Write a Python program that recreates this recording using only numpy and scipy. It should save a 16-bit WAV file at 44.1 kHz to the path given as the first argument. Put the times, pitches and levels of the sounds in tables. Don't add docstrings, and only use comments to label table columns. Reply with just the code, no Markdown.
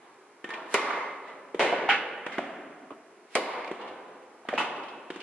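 import sys
import numpy as np
from scipy import signal
from scipy.fft import rfft, irfft, next_fast_len
from scipy.io import wavfile

SR = 44100
rng = np.random.default_rng(int(sys.argv[2]) if len(sys.argv) > 2 else 0)


def generate_wav(sig):
    pcm = np.round(np.clip(np.atleast_2d(sig).T, -1, 1) * 32767).astype(np.int16)
    wavfile.write(sys.argv[1], SR, pcm)


N = 230363
SPAN = 2 * SR
T = np.arange(SPAN) / SR
FREQS = np.fft.rfftfreq(SPAN, 1 / SR)


def undb(db):
    return 10 ** (np.asarray(db) / 20)


def unit(x):
    return x / np.sqrt(np.mean(np.sum(x ** 2, axis=-1)))


def fade(t60_s):
    return np.exp(-np.log(1000) * T / t60_s)


def curve(points, f_hz=FREQS):
    hz, value = np.transpose(points)
    return np.interp(np.log(f_hz + 1), np.log(hz), value)


def resonance(hz, width_hz):
    f = FREQS + 1
    return -10 * np.log10(1 + ((f * f - hz * hz) / (f * width_hz)) ** 2)


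def peak(hz, width_hz, height_db):
    return height_db / (1 + (2 * (FREQS - hz) / width_hz) ** 2)


def strike(spectrum_db):
    cepstrum = irfft(np.log(undb(spectrum_db)))
    fold = 1 + np.sign(SPAN // 2 - np.arange(SPAN))
    fold[0] = 1
    return unit(irfft(np.exp(rfft(cepstrum * fold)))[:SR // 10])


def thump(hz, swell_s):
    t = T[:SR // 10]
    envelope = (t / swell_s) ** 2 * np.exp(-2 * t / swell_s)
    return unit(np.gradient(envelope * np.sin(2 * np.pi * hz * t)))


def through(x, response):
    return signal.fftconvolve(np.atleast_2d(x), np.atleast_2d(response), axes=-1)


def add(out, t_s, x):
    start = max(int(t_s * SR), 0)
    out[:, start:start + x.shape[-1]] += x[..., :N - start]


def diffuse(size=SPAN):
    # f/Hz, side over mid/dB
    width = [(60, -6), (190, -26.5), (340, -20), (620, -12.5), (1100, -6.5), (2000, -10.5), (3500, -1),
             (6300, 4), (11000, -3.5)]
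    side_gain = undb(curve(width, np.fft.rfftfreq(size, 1 / SR)))
    mid, side = rfft(rng.standard_normal((2, size)))
    left_right = np.array([mid + side_gain * side, mid - side_gain * side])
    return irfft(left_right / np.sqrt(1 + side_gain ** 2), size)


def scatter(build_s, t60_s, patchy_db=1.0):
    size, clump_samples = SR // 3, 49
    clumps = np.repeat(rng.standard_normal(size // clump_samples), clump_samples)
    envelope = ((1 - np.exp(-T / build_s)) * fade(t60_s))[:size]
    return unit(diffuse(size) * envelope * undb(patchy_db * clumps))


def hall(build_s=0.0024, roof_delay_s=0.19, roof_log_spread=0.45):
    # f/Hz, t60/s, tail/dB, roof swell/dB
    bands = [(72, 1.7, -21, -6), (140, 2.05, -6, -7.5), (276, 2.1, -5, -16), (513, 2.06, -2.5, -10.5),
             (1100, 1.66, -2, -3), (2000, 1.59, -6.5, -9), (4130, 0.88, -0.5, -13), (7800, 0.58, -1, -20)]
    walls, ceiling = rfft(diffuse()), rfft(diffuse())
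    log_time = np.log((T + 1 / SR) / roof_delay_s)
    swell = unit(np.exp(-0.5 * (log_time / roof_log_spread) ** 2))
    build = (1 - np.exp(-T / build_s)) / np.linalg.norm(fade(1.46))
    centres_hz = [band[0] for band in bands]
    tail = roof = 0
    for share, (_, t60_s, tail_db, roof_db) in zip(np.eye(len(bands)), bands):
        octave = curve(np.column_stack([centres_hz, share]))
        tail = tail + irfft(walls * octave) * undb(tail_db) * build * fade(t60_s)
        roof = roof + irfft(ceiling * octave) * undb(roof_db) * swell
    return tail, roof


def in_hall(near, sent, roof_db=-12):
    tail, roof = hall()
    return near + through(sent, tail + undb(roof_db) * roof)[:, :N]


def hush(level_db=-56.5):
    # f/Hz, level/dB
    spectrum = [(30, -36), (70, -39), (130, -19.5), (250, -9), (380, 3), (550, -8), (1000, -6),
                (2200, -12.5), (3500, -22.5), (6000, -23), (11000, -30)]
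    size = next_fast_len(N, real=True) * 2
    gain = undb(curve(spectrum, np.fft.rfftfreq(size, 1 / SR)))
    air = irfft(rfft(diffuse(size)) * gain)[:, :N]
    return undb(level_db) * air / air.std()


def knocks_and_swells():
    near_hits = [(2.9047, -11, 0.045), (2.915, -13, 0.089)]
    swells = [(0.0, -14.5), (0.50, -0.5), (1.225, -5.5), (2.61, -15.5), (3.78, -1), (4.05, -13),
              (4.449, -7.5)]
    # f/Hz, level/dB
    knock_spectrum = [(60, -30), (160, -8.5), (330, 7.5), (700, -5), (1250, 2.5), (1700, -27), (2800, -15),
                      (4200, -34), (11000, -48)]
    swell_spectrum = [(60, -11), (150, 2.5), (350, 10), (1000, 13), (2200, 3.5), (4000, -8.5), (11000, -67)]
    near, sent = np.zeros((2, N)), np.zeros((1, N))
    knock, dull_click = strike(curve(knock_spectrum)), strike(curve(swell_spectrum))
    for t_s, db, t60_s in near_hits:
        add(near, t_s, undb(db) * through(knock, scatter(0.0008, t60_s)))
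    for t_s, db in swells:
        blur = scatter(build_s=0.0056, t60_s=0.16)[0]
        add(sent, t_s, undb(db) * through(dull_click, blur))
    return in_hall(near, sent)


def scuffs(rasp_width_hz=1300, squeak_width_hz=70, dull_hz=3600, hall_db=1.5):
    # t/s, level/dB, f/Hz, t60/s
    rubs = [(0.442, -12, 1823, 0.035), (.503, -6.5, 1816, 0.054), (.537, -10.5, 2380, 0.053),
            (1.270, -17.5, 2005, 0.33), (2.316, -7.5, 2081, 0.29), (3.645, -14, 2170, .024),
            (3.675, -16, 2340, 0.042), (4.547, -14, 2460, .12), (5.102, -17.5, 2990, 0.037),
            (5.139, -20.5, 2760, 0.12), (5.201, -14.5, 2840, 0.098)]
    near, sent = np.zeros((2, N)), np.zeros((1, N))
    rolloff_db = 20 * np.log10(1 + (FREQS / dull_hz) ** 2)
    for t_s, db, hz, t60_s in rubs + shuffle():
        squeak_db = max(18 - 14 * np.log2(hz / 1910), 0)
        spectrum_db = resonance(hz, rasp_width_hz) + peak(hz, squeak_width_hz, squeak_db) - rolloff_db
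        rub = undb(db) * strike(spectrum_db)
        add(near, t_s, through(rub, scatter(0.024 * t60_s, t60_s)))
        add(sent, t_s, undb(hall_db) * rub)
    return in_hall(near, sent)


def shuffle(rate_per_s=16, centre_hz=2740, spread_octaves=0.12, t60_s=0.12):
    # t/s, length/s, level per rub/dB
    bursts = [(3.781, .12, -20.5), (4.754, .14, -21)]
    rubs = []
    for start_s, length_s, db in bursts:
        for t_s in np.arange(start_s, start_s + length_s, 1 / rate_per_s):
            hz = centre_hz * 2 ** (spread_octaves * rng.standard_normal())
            jitter_s = 0.5 * rng.random() / rate_per_s
            rubs.append((t_s + jitter_s, db, hz, t60_s))
    return rubs


def landings(shoe_below_hz=480, grit_db=-26, floor_db=-8, thud_hall_db=-1, slap_hall_db=4.5):
    # t/s, thud/dB, thud f/Hz, slap/dB
    impacts = [ (0.4426, -11.5, 310, -11), (.4900, -18, 390, -14.5), (1.5450, -2, 400, -15),
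               (2.2636, -11.5, 258, -5.5), (2.3816, -2, 290, -4), (2.3890, -0.5, 662, -26),
               (3.7127, -5.5, 348, -14), (4.4510, -19.5, 715, -34), (4.4867, -10, 276, -2.5),
               (4.5288, -2, 665, -34), (4.5365, -1.5, 530, -11), (5.1026, -7, 350, -15.5),
               (5.1590, -13.5, 332, -16.5)]
    # f/Hz, level/dB
    slap_spectrum = [(40, -20), (100, -8.5), (220, -11), (500, 6.5), (1000, 10), (1900, 11), (2700, 5),
                     (4000, -6.5), (7000, -17), (11000, -34)]
    grit_spectrum = [(1000, -52), (2600, -11), (3600, 6.5), (5000, -2), (7000, -4.5), (11000, -21)]
    floor_spectrum = [(40, 4), (100, -30), (190, 3.5), (350, 7.5), (700, -13.5), (1400, -11.5), (4000, -49)]
    near, sent = np.zeros((2, N)), np.zeros((1, N))
    sole, grit, floor = (strike(curve(s)) for s in (slap_spectrum, grit_spectrum, floor_spectrum))
    for t_s, thud_db, hz, slap_db in impacts:
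        thud = undb(thud_db) * thump(hz, swell_s=0.0024)
        slap = undb(slap_db) * sole + (hz < shoe_below_hz) * undb(grit_db) * grit
        boom = undb(thud_db + floor_db) * floor
        add(near, t_s, thud)
        add(near, t_s, through(slap, scatter(build_s=0.00068, t60_s=0.041)))
        add(near, t_s, through(boom, scatter(build_s=0.0021, t60_s=0.061)))
        add(sent, t_s, undb(thud_hall_db) * (thud + boom) + undb(slap_hall_db) * slap)
    return in_hall(near, sent)


def swishes(width_hz=1500):
    # contact t/s, level/dB, f/Hz, swell/s
    swings = [(0.743, -10.5, 1500, 0.023), (3.352, -19.5, 2240, 0.026)]
    out, size = np.zeros((2, N)), SR // 6
    for contact_s, db, hz, swell_s in swings:
        rush = unit(diffuse(size) * np.exp(-T[:size][::-1] / swell_s))
        add(out, contact_s - size / SR, undb(db) * through(strike(resonance(hz, width_hz)), rush))
    return out


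def strokes(crack_db=-10, thump_db=-10.5, snap_db=-2, roof_db=2, body_hall_db=-5):
    # t/s, level/dB, distance/m, clear path/dB, hall/dB, thump f/Hz, ring/dB
    hits = [ (0.7408, 9, 11.2, 2.5, 4.5, 321, -14), (1.5925, 9.5, 32, -0.5, 7, 470, -17.5),
            (1.8870, 13, 29, -14, -2, 820, -7), (3.352, 7.5, 12.8, 0.5, 2.5, 347, -10.5),
            (4.5754, 6.5, 27, -16, 2, 1080, -9.5)]
    # f/Hz, level/dB
    serve = [(41, -53), (70, -55), (265, -8), (308, -5.5), (342, -3), (405, 0.5), (523, -1.5), (718, -7),
             (945, -3), (1270, -2), (1540, -10.5), (2070, -1.5), (2720, -13), (5830, -23), (11000, -34.5),
             (14300, -59), (22000, -120)]
    serve_return = [(41, -105), (70, -36), (163, -18), (350, -6), (380, -6.5), (569, -1.5), (765, -7),
                    (868, -6), (1380, -14), (1470, -10.5), (2160, -7), (3740, -20.5), (4430, -25),
                    (9290, -38), (11000, -48), (14300, -90), (22000, -120)]
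    smack = [(70, -79), (130, -28), (220, -10.5), (500, -16), (700, -16.5), (815, 9), (930, -17.5),
             (1200, -0.5), (1470, 2.5), (1700, 2), (2900, 1.5), (3600, -11), (6000, -26.5), (11000, -44)]
    forehand = [(70, -42), (130, -27.5), (230, -11), (360, -3), (520, 1.5), (760, -2), (1100, -3.5),
                (1500, -13), (2130, -5), (3000, -15), (4800, -18), (5800, -27), (7300, -27), (11000, -32.5)]
    reply = [(41, -78), (70, -28.5), (357, -2), (470, -4), (512, -11), (906, 2.5), (1170, -3.5),
             (1300, -3.5), (1470, -3), (1670, -11.5), (1860, -5.5), (2300, -8), (2610, -2), (4160, -19.5),
             (11000, -37), (14300, -84), (22000, -120)]
    racket_modes = [(930, 70, 2), (1140, 90, 2), (1477, 40, 5), (1736, 30, 3), (2075, 30, 4), (2140, 30, 3),
                    (2280, 30, 4), (2598, 45, 3), (2943, 40, 7), (3620, 50, 3), (6160, 200, 4),
                    (7125, 200, 4)]
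    rings_hz = (2075, 509, 813, 522, 2598)
    snap_spectrum = [(300, -76), (2000, 18), (4000, 8), (5500, 5), (7300, 11.5), (9000, 8.5), (11000, 0)]
    ring_t60_s, direct_lag_s, snap_range_m = 0.18, 0.0026, 18
    build_s_per_m2, t60_s_per_m = 1.3e-5, 0.0096
    out = np.zeros((2, N))
    modes_db = sum(peak(*mode) for mode in racket_modes)
    for hit, spectrum, ring_hz in zip(hits, (serve, serve_return, smack, forehand, reply), rings_hz):
        t_s, db, distance_m, clear_db, hall_db, thump_hz, ring_db = hit
        pop = strike(curve(spectrum) + modes_db)
        ring = unit(np.sin(2 * np.pi * ring_hz * T) * fade(ring_t60_s))[:len(pop)]
        body = undb(thump_db) * thump(thump_hz, swell_s=0.0018) + undb(ring_db) * ring
        early = scatter(build_s_per_m2 * distance_m ** 2, t60_s_per_m * distance_m)
        tail, roof = hall()
        direct = undb(crack_db + clear_db) * pop + body
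        room = undb(hall_db) * tail + undb(roof_db + clear_db) * roof
        add(out, t_s + direct_lag_s, undb(db) * direct)
        add(out, t_s, undb(db) * through(pop, early))
        add(out, t_s, undb(db) * through(pop + undb(body_hall_db) * body, room))
        if distance_m < snap_range_m:
            snap = undb(snap_db) * strike(curve(snap_spectrum))
            add(out, t_s, through(snap, scatter(build_s=0.00042, t60_s=0.023)))
    return out


def echoes(relative_width=0.44):
    # t/s, level/dB, f/Hz, t60/s
    arrivals = [(0.904, 0, 1230, 0.04), (0.933, -18, 1200, 0.044), (.972, -6, 630, 0.023),
                (1.7250, 5, 680, 0.064), (3.381, -4, 410, 0.028)]
    out = np.zeros((2, N))
    for t_s, db, hz, t60_s in arrivals:
        click = strike(2 * resonance(hz, relative_width * hz))
        add(out, t_s, undb(db) * through(click, scatter(0.0011, t60_s)))
    return out


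def scene():
    return strokes() + swishes() + echoes() + landings() + knocks_and_swells() + hush() + scuffs()


def record(dry, low_cut_hz=90, high_cut_hz=11300):
    # f/Hz, left minus right/dB
    balance = [(300, 0), (1000, -0.2), (2000, -1.5), (4000, -1), (8000, -1.2)]
    size = next_fast_len(N + SR, real=True)
    lean_db = curve(balance, np.fft.rfftfreq(size, 1 / SR))
    leaning = irfft(rfft(dry, size) * undb([lean_db / 2, -lean_db / 2]), size)[:, :N]
    low_cut = signal.butter(2, low_cut_hz, "highpass", fs=SR, output="sos")
    high_cut = signal.ellip(10, 0.2, 70, high_cut_hz, fs=SR, output="sos")
    return signal.sosfilt(high_cut, signal.sosfilt(low_cut, leaning))


dry = scene()
out = record(dry)
generate_wav(out)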